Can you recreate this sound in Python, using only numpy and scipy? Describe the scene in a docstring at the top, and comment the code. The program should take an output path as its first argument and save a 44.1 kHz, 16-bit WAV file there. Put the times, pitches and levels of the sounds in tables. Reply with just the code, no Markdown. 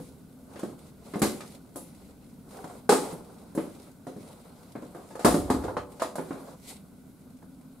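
"""A small tiled restroom stall. Someone walks in: footsteps, a hand on the door, the door banging on
the partition, knocks on hard fittings. Each blow is four bands of decaying noise plus a hollow ring.
One bang rings the metal latch; two heavy blows set the partition booming. Shoes scuff and cloth rustles
over a low ventilation hum and a faint hiss. The tiles reflect the blows and the latch."""
import sys
import numpy as np
from scipy import signal
from scipy.fft import rfft, irfft
from scipy.io import wavfile
from scipy.ndimage import uniform_filter1d

SR = 44100
rng = np.random.default_rng(int(sys.argv[2]) if len(sys.argv) > 2 else 0)


def generate_wav(signal):
    """Clip the signal to [-1, 1] and save it as 16-bit WAV at the path in sys.argv[1]."""
    frames = np.transpose(np.atleast_2d(signal))
    scaled = np.clip(frames, -1, 1) * 32767
    pcm = np.round(scaled).astype(np.int16)
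    wavfile.write(sys.argv[1], SR, pcm)


N = 343980

# Stereo width. Each row: frequency in Hz, left-right correlation.
COHERENCE = [(60, 0.99), (300, 0.85), (700, 0.65), (1600, 0.42), (12000, 0.35)]
# Resonances of the stall in Hz.
STALL_MODES_HZ = (167.8, 269.2, 307.7, 376, 482.4, 583.4, 729, 857, 1069, 1244)


def gain_of(db):
    return 10 ** (np.asarray(db) / 20)


def unit_rms(x):
    return x / np.sqrt(np.mean(x ** 2) + 1e-20)


def curve_at(points, hz):
    """Interpolate (Hz, value) rows over log frequency."""
    point_hz, value = np.transpose(points)
    return np.interp(np.log(hz + 1), np.log(point_hz + 1), value)


def add(mix, start_s, sound):
    part = mix[:, round(start_s * SR):][:, :sound.shape[1]]
    part += sound[:, :part.shape[1]]


def noise(colour, patchy_db=0, flicker_db=0, size=1024):
    """Unit-RMS stereo noise; optional drifting spectral patches and wide-band flicker."""
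    frames, hz = 4 * N // size + 5, np.fft.rfftfreq(size, 1 / SR)
    a, b, c, d, patches = rng.standard_normal((frames, len(hz), 5)).T
    patches = unit_rms(uniform_filter1d(uniform_filter1d(patches, size=50, axis=0), size=12, axis=1))
    flicker = unit_rms(uniform_filter1d(rng.standard_normal(frames), size=3))
    coherence = curve_at(COHERENCE, hz)[:, None]
    left, independent = a + 1j * b, c + 1j * d
    spectra = np.array([left, coherence * left + np.sqrt(1 - coherence ** 2) * independent])
    spectra *= gain_of(curve_at(colour, hz)[:, None] + patchy_db * patches + flicker_db * flicker)
    return unit_rms(signal.istft(spectra, nperseg=size, noverlap=3 * size // 4)[1][:, :N])


def hiss():
    """Faint microphone self-noise."""
    # Each row: frequency in Hz, relative level in dB.
    colour = [(600, -48), (1500, 11), (1900, -32), (6000, -19), (11000, 0), (15800, -9)]
    return gain_of(-69.5) * noise(colour, patchy_db=1.5, flicker_db=0.2)


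def ventilation():
    """Air rumbles and the stall resonates with a drone; both levels drift as the listener moves."""
    # Each row: time in seconds, rumble in dB, drone in dB.
    levels = [(0, -48.5, -76), (.4, -52, -56.5), (2.4, -50.5, -59.5), (4.7, -53, -61), (6.8, -51.5, -58.5),
              (7.8, -55.5, -51)]
    # Spectra. Each row: frequency in Hz, relative level in dB.
    rumble_colour = [(25, -22.5), (60, -8.5), (110, -8), (190, -1.5), (260, -4.5), (340, -14), (515, -20),
                     (1200, -41.5)]
    drone_colour = [(120, -21.5), (160, -7.5), (205, -15.5), (258, 1.5), (300, -15), (400, -109)]
    t = np.arange(N) / SR
    times_s, rumble_db, drone_db = np.transpose(levels)
    rumble = gain_of(np.interp(t, times_s, rumble_db)) * noise(rumble_colour, size=4096)
    drone = gain_of(np.interp(t, times_s, drone_db)) * noise(drone_colour, size=4096)
    return rumble + drone


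def shoes_and_cloth():
    """Each movement swells, holds and fades, scuffing the floor and rustling the cloth together."""
    # Each row: middle in seconds, hold in seconds, scuff in dB, rustle in dB.
    movements = [(0.038, 0.074, -75, -60.5), (0.628, 0.18, -53, -61.5), (0.84, 0.093, -58.5, -62.5),
                 (1.305, 0.48, -55, -58), (1.937, 0.32, -63, -64), (2.649, .26, -50, -58),
                 (3.078, 0.074, -40, -49), (3.342, 0.34, -56.5, -64.5), (3.753, 0.25, -54, -61),
                 (4.273, 0.12, -54, -59.5), (4.87, 1, -58.5, -65), (5.585, 0.22, -42, -59),
                 (5.959, 0.078, -56.5, -61.5), (6.388, 0.26, -49, -58), (6.7, 0.016, -50.5, -45)]
    # Spectra. Each row: frequency in Hz, relative level in dB.
    scuff_colour = [(250, -24), (400, 1.5), (600, -1), (1400, -11), (1900, -25.5), (3000, -96)]
    rustle_colour = [(1200, -54), (2000, 1), (3000, -5), (4000, -0.5), (6000, -5.5), (9000, 0),
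                     (13000, -7.5), (15800, -19)]
    rise_db_per_s, fade_db_per_s = 242, 209
    creases_per_s, crease_s, crease_db = 14, 0.004, 1
    t = np.arange(N) / SR
    scuff_power, rustle_power = gain_of((-63.5, -69.5)) ** 2  # constant fidgeting
    for middle_s, hold_s, scuff_db, rustle_db in movements:
        drop_db = rise_db_per_s * np.maximum(middle_s - hold_s / 2 - t, 0)
        drop_db += fade_db_per_s * np.maximum(t - middle_s - hold_s / 2, 0)
        scuff_power += gain_of(scuff_db - drop_db) ** 2
        rustle_power += gain_of(rustle_db - drop_db) ** 2
    creases = 1. * (rng.random(N) < creases_per_s / SR)
    snaps = signal.lfilter([1], [1, -np.exp(-1 / (crease_s * SR))], creases)
    cloth = (1 + gain_of(crease_db) * snaps) * noise(rustle_colour, patchy_db=1, flicker_db=1)
    scuff = noise(scuff_colour, patchy_db=1, flicker_db=2.26)
    return np.sqrt(scuff_power) * scuff + np.sqrt(rustle_power) * cloth


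def tiles(x):
    """Reverb: sparse reflections of random sign plus standing waves, each band at its own decay rate."""
    # Each row: frequency in Hz, T60 in seconds.
    decay = [(150, 0.68), (1000, 0.45), (2500, 0.034), (9000, 0.37), (15000, 0.42)]
    taps = np.zeros((2, SR))
    delays = np.arange(400, SR - 20, 20) + rng.integers(0, 20, (2, (SR - 401) // 20))
    np.put_along_axis(taps, delays, rng.choice([-1., 1.], delays.shape), 1)
    taps[1] = 0.84 * taps[0] + 0.5 * taps[1]
    taps += gain_of(-38) * sum(np.sin(2 * np.pi * hz * np.arange(SR) / SR) for hz in STALL_MODES_HZ)
    hz, t, spectra = signal.stft(taps, SR, nperseg=256)
    spectra *= gain_of(-60 * t / curve_at(decay, hz)[:, None])
    tail = signal.istft(spectra, SR, nperseg=256)[1]
    return signal.fftconvolve(x, tail / np.linalg.norm(tail[0]), axes=1)[:, :N]


def partition():
    """The panel booms on after a heavy blow: quick rise, sagging hold, fade."""
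    # Each row: start in seconds, level in dB, hold in seconds.
    shudders = [(1.223, -40.5, .02), (5.239, -35.5, 0.53)]
    # Each row: frequency in Hz, relative level in dB.
    boom_colour = [(35, -45), (62, 3), (82, -31), (102, 4.5), (150, -80)]
    rise_s, sag_db_per_s, fade_db_per_s = 0.014, 11.5, 141
    envelope = np.zeros(N)
    for start_s, db, hold_s in shudders:
        t = np.maximum(np.arange(N) / SR - start_s, 0)
        fall_db = sag_db_per_s * t + fade_db_per_s * np.maximum(t - hold_s, 0)
        envelope += np.minimum(t / rise_s, 1) * gain_of(db - fall_db)
    return envelope * noise(boom_colour, size=4096)


def latch():
    """Thin metal modes set off by the door bang."""
    # Each row: frequency in Hz, level in dB.
    modes = [(8180, -37), (8265, -37), (7707, -44)]
    start_s, t60_s = 2.9, 0.45
    out, t = np.zeros((2, N)), np.arange(SR // 2) / SR
    for hz, db in modes:
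        cycles = hz * t + rng.random((2, 1)) / 4
        add(out, start_s, gain_of(db - 60 * t / t60_s) * np.sin(2 * np.pi * cycles))
    return out


def blow_spectrum(hz, hardness_db):
    """Stereo noise spectrum of one blow: hard ticks are brighter and ring small metal parts."""
    # Each row: frequency in Hz, relative level in dB.
    colour = [(70, -25), (160, -4), (500, -2.5), (1300, -12), (2600, -21), (4200, -21), (6000, -31),
              (9000, -32.5), (12500, -41), (15500, -48)]
    metal_hz, metal_width_hz = 10500, 890
    mode_db, mode_width_hz = 3.5, 41
    db = curve_at(colour, hz) + 0.54 * hardness_db * np.log2(np.clip(hz, 2300, 13000) / 9000)
    db += 1.86 * unit_rms(uniform_filter1d(rng.standard_normal(len(hz)), size=60))  # each spot's colour
    db += 0.54 * np.clip(hardness_db, 0, 20) * np.exp(-((hz - metal_hz) / metal_width_hz) ** 2)
    db += mode_db * sum(np.exp(-((hz - f) / mode_width_hz) ** 2) for f in STALL_MODES_HZ)
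    left, independent = rfft(rng.standard_normal((2, 2 * (len(hz) - 1))))
    coherence = curve_at(COHERENCE, hz)
    return gain_of(db) * np.array([left, coherence * left + np.sqrt(1 - coherence ** 2) * independent])


def hollow_ring(t, hz, t60_s):
    """A struck mode and its overtone; the first cycles swing wider."""
    cycles = hz * t
    tone = np.sin(2 * np.pi * cycles) + 0.2 * np.sin(2 * np.pi * 1.9 * cycles)
    onset = (1 - np.exp(-2 * cycles)) * (1 + 0.57 * np.exp(-cycles / 2.3))
    return tone * onset * gain_of(-60 * t / t60_s)


def blow(levels_db, hollow_hz, decay_s):
    """One impact with its near reflections: a hollow ring, then per band a click and decaying noise."""
    # Bands thud, body, clack, snap: edges in Hz, rise times in seconds, T60 as multiples of decay_s.
    edges_hz = (130, 400, 1500, 7000, 15500)
    rises_s = (0.0085, 0.00072, 0.0023, 0.00086)
    t60_ratios = (1.3, 1.29, 2.52, 2.29)
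    ring_offset_db, click_offset_db, noise_offset_db = -2.05, -6.5, -5.5
    size = 16384
    t, hz = np.arange(size) / SR, np.fft.rfftfreq(size, 1 / SR)
    spectrum = blow_spectrum(hz, hardness_db=levels_db[3] - levels_db[2])
    ring_db = levels_db[np.searchsorted(edges_hz, hollow_hz) - 1] + ring_offset_db
    out = gain_of(ring_db) * hollow_ring(t, hollow_hz, 0.8 * decay_s) * np.ones((2, 1))
    direct_boost = 1 + 0.46 * np.exp(-t / 0.0045)
    for k, db in enumerate(levels_db):
        low_hz, high_hz = edges_hz[k:k + 2]
        bandpass = signal.butter(3, (low_hz, high_hz), "band", fs=SR, output="sos")
        click = signal.sosfilt(bandpass, 1. * (t == 0))  # first contact
        out += gain_of(db + click_offset_db) * click / click.max()
        band = 1 / np.hypot(1, (low_hz / (hz + 1)) ** 4) / np.hypot(1, (hz / high_hz) ** 4)
        envelope = (1 - np.exp(-t / rises_s[k])) * direct_boost
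        envelope *= gain_of(db + noise_offset_db - 60 * t / (decay_s * t60_ratios[k]))
        out += unit_rms(irfft(spectrum * band, size) * envelope) * np.sqrt(np.mean(envelope ** 2))
    return out


def steps_and_knocks():
    """Feet, hand and door strike the floor, partition and fittings."""
    # Each row: start in seconds, base levels of thud, body, clack and snap in dB,
    # hollow pitch in Hz, base decay time in seconds.
    impacts = [(0, -34, -43, -67, -56, 162.7, 0.15), (.557, -37, -44.5, -47.5, -58, 568, 0.12),
               (.592, -54, -41, -49.5, -45.5, 522, 0.1), (.632, -25, -32, -52.5, -49, 335, 0.14),
               (1.137, -29, -33.5, -40.5, -54, 390, 0.12), (1.157, -23, -33, -56, -48, 211, 0.12),
               (1.193, -47, -54, -49, -36, 304, 0.033), (1.218, -16, -18.5, -28, -24, 216, 0.15),
               (1.406, -62, -40, -41.5, -45, 1252, 0.078), (1.758, -33, -36, -53, -36.5, 544, 0.14),
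               (2.589, -61, -38, -79, -61, 768, 0.12), (2.642, -32.5, -33.5, -54, -53, 734, 0.098),
               (2.892, -16.5, -12.5, -25, -23, 432, 0.16), (2.921, -18, -13.5, -33, -27, 259, 0.16),
               (3.128, -27.5, -45, -79, -47.5, 176, 0.1), (3.55, -30, -39, -58, -43, 530, 0.21),
               (3.576, -21, -29.5, -42, -53, 315.6, 0.15), (4.068, -31, -35.5, -54.5, -52, 513, 0.17),
               (4.164, -30.5, -46, -63, -57, 217, 0.092), (4.753, -27.5, -37, -51, -70, 2150, 0.12),
               (4.822, -36, -42.5, -62, -72, 572, 0.17), (4.948, -44.5, -39, -62, -57, 333, 0.33),
               (5.107, -42.5, -45, -58, -57, 887, 0.23), (5.154, -50, -31, -53, -50, 523, 0.1),
               (5.193, -56, -33.5, -47.5, -46, 489, 0.36), (5.247, -13, -8.5, -27.5, -21.5, 235, 0.18),
               (5.343, -17, -21.5, -44, -35, 294, 0.15), (5.501, -19.5, -16.5, -36.5, -33, 262, 0.13),
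               (5.547, -18, -32, -53, -54, 292, 0.071), (5.64, -31, -28, -49, -48.5, 342, 0.16),
               (5.682, -33, -28, -66, -68, 518, 0.19), (5.768, -32, -20.5, -38.5, -47.5, 270, 0.1),
               (5.997, -47, -36.5, -41, -45, 545, 0.15), (6.019, -37, -20, -37, -35.5, 655, 0.12),
               (6.155, -45, -31, -48.5, -40, 597, 0.15), (6.183, -25, -27, -48, -64, 500, 0.14),
               (6.307, -28, -33.5, -47, -78, 278, 0.15), (7.426, -40.5, -48.5, -67, -65, 870, 0.06)]
    out = np.zeros((2, N))
    for start_s, *levels_db, hollow_hz, decay_s in impacts:
        add(out, start_s, blow(levels_db, hollow_hz, decay_s))
    return out


def scene():
    blows = latch() + steps_and_knocks()
    background = ventilation() + hiss()
    return background + blows + gain_of(-11) * tiles(blows) + partition() + shoes_and_cloth()


def record(dry):
    """Steep low-pass."""
    cutoff_hz = 15750
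    lowpass = signal.firwin(511, cutoff_hz, window=("kaiser", 9), fs=SR)
    return signal.oaconvolve(dry, lowpass[None], "same")


dry = scene()
out = record(dry)
generate_wav(out)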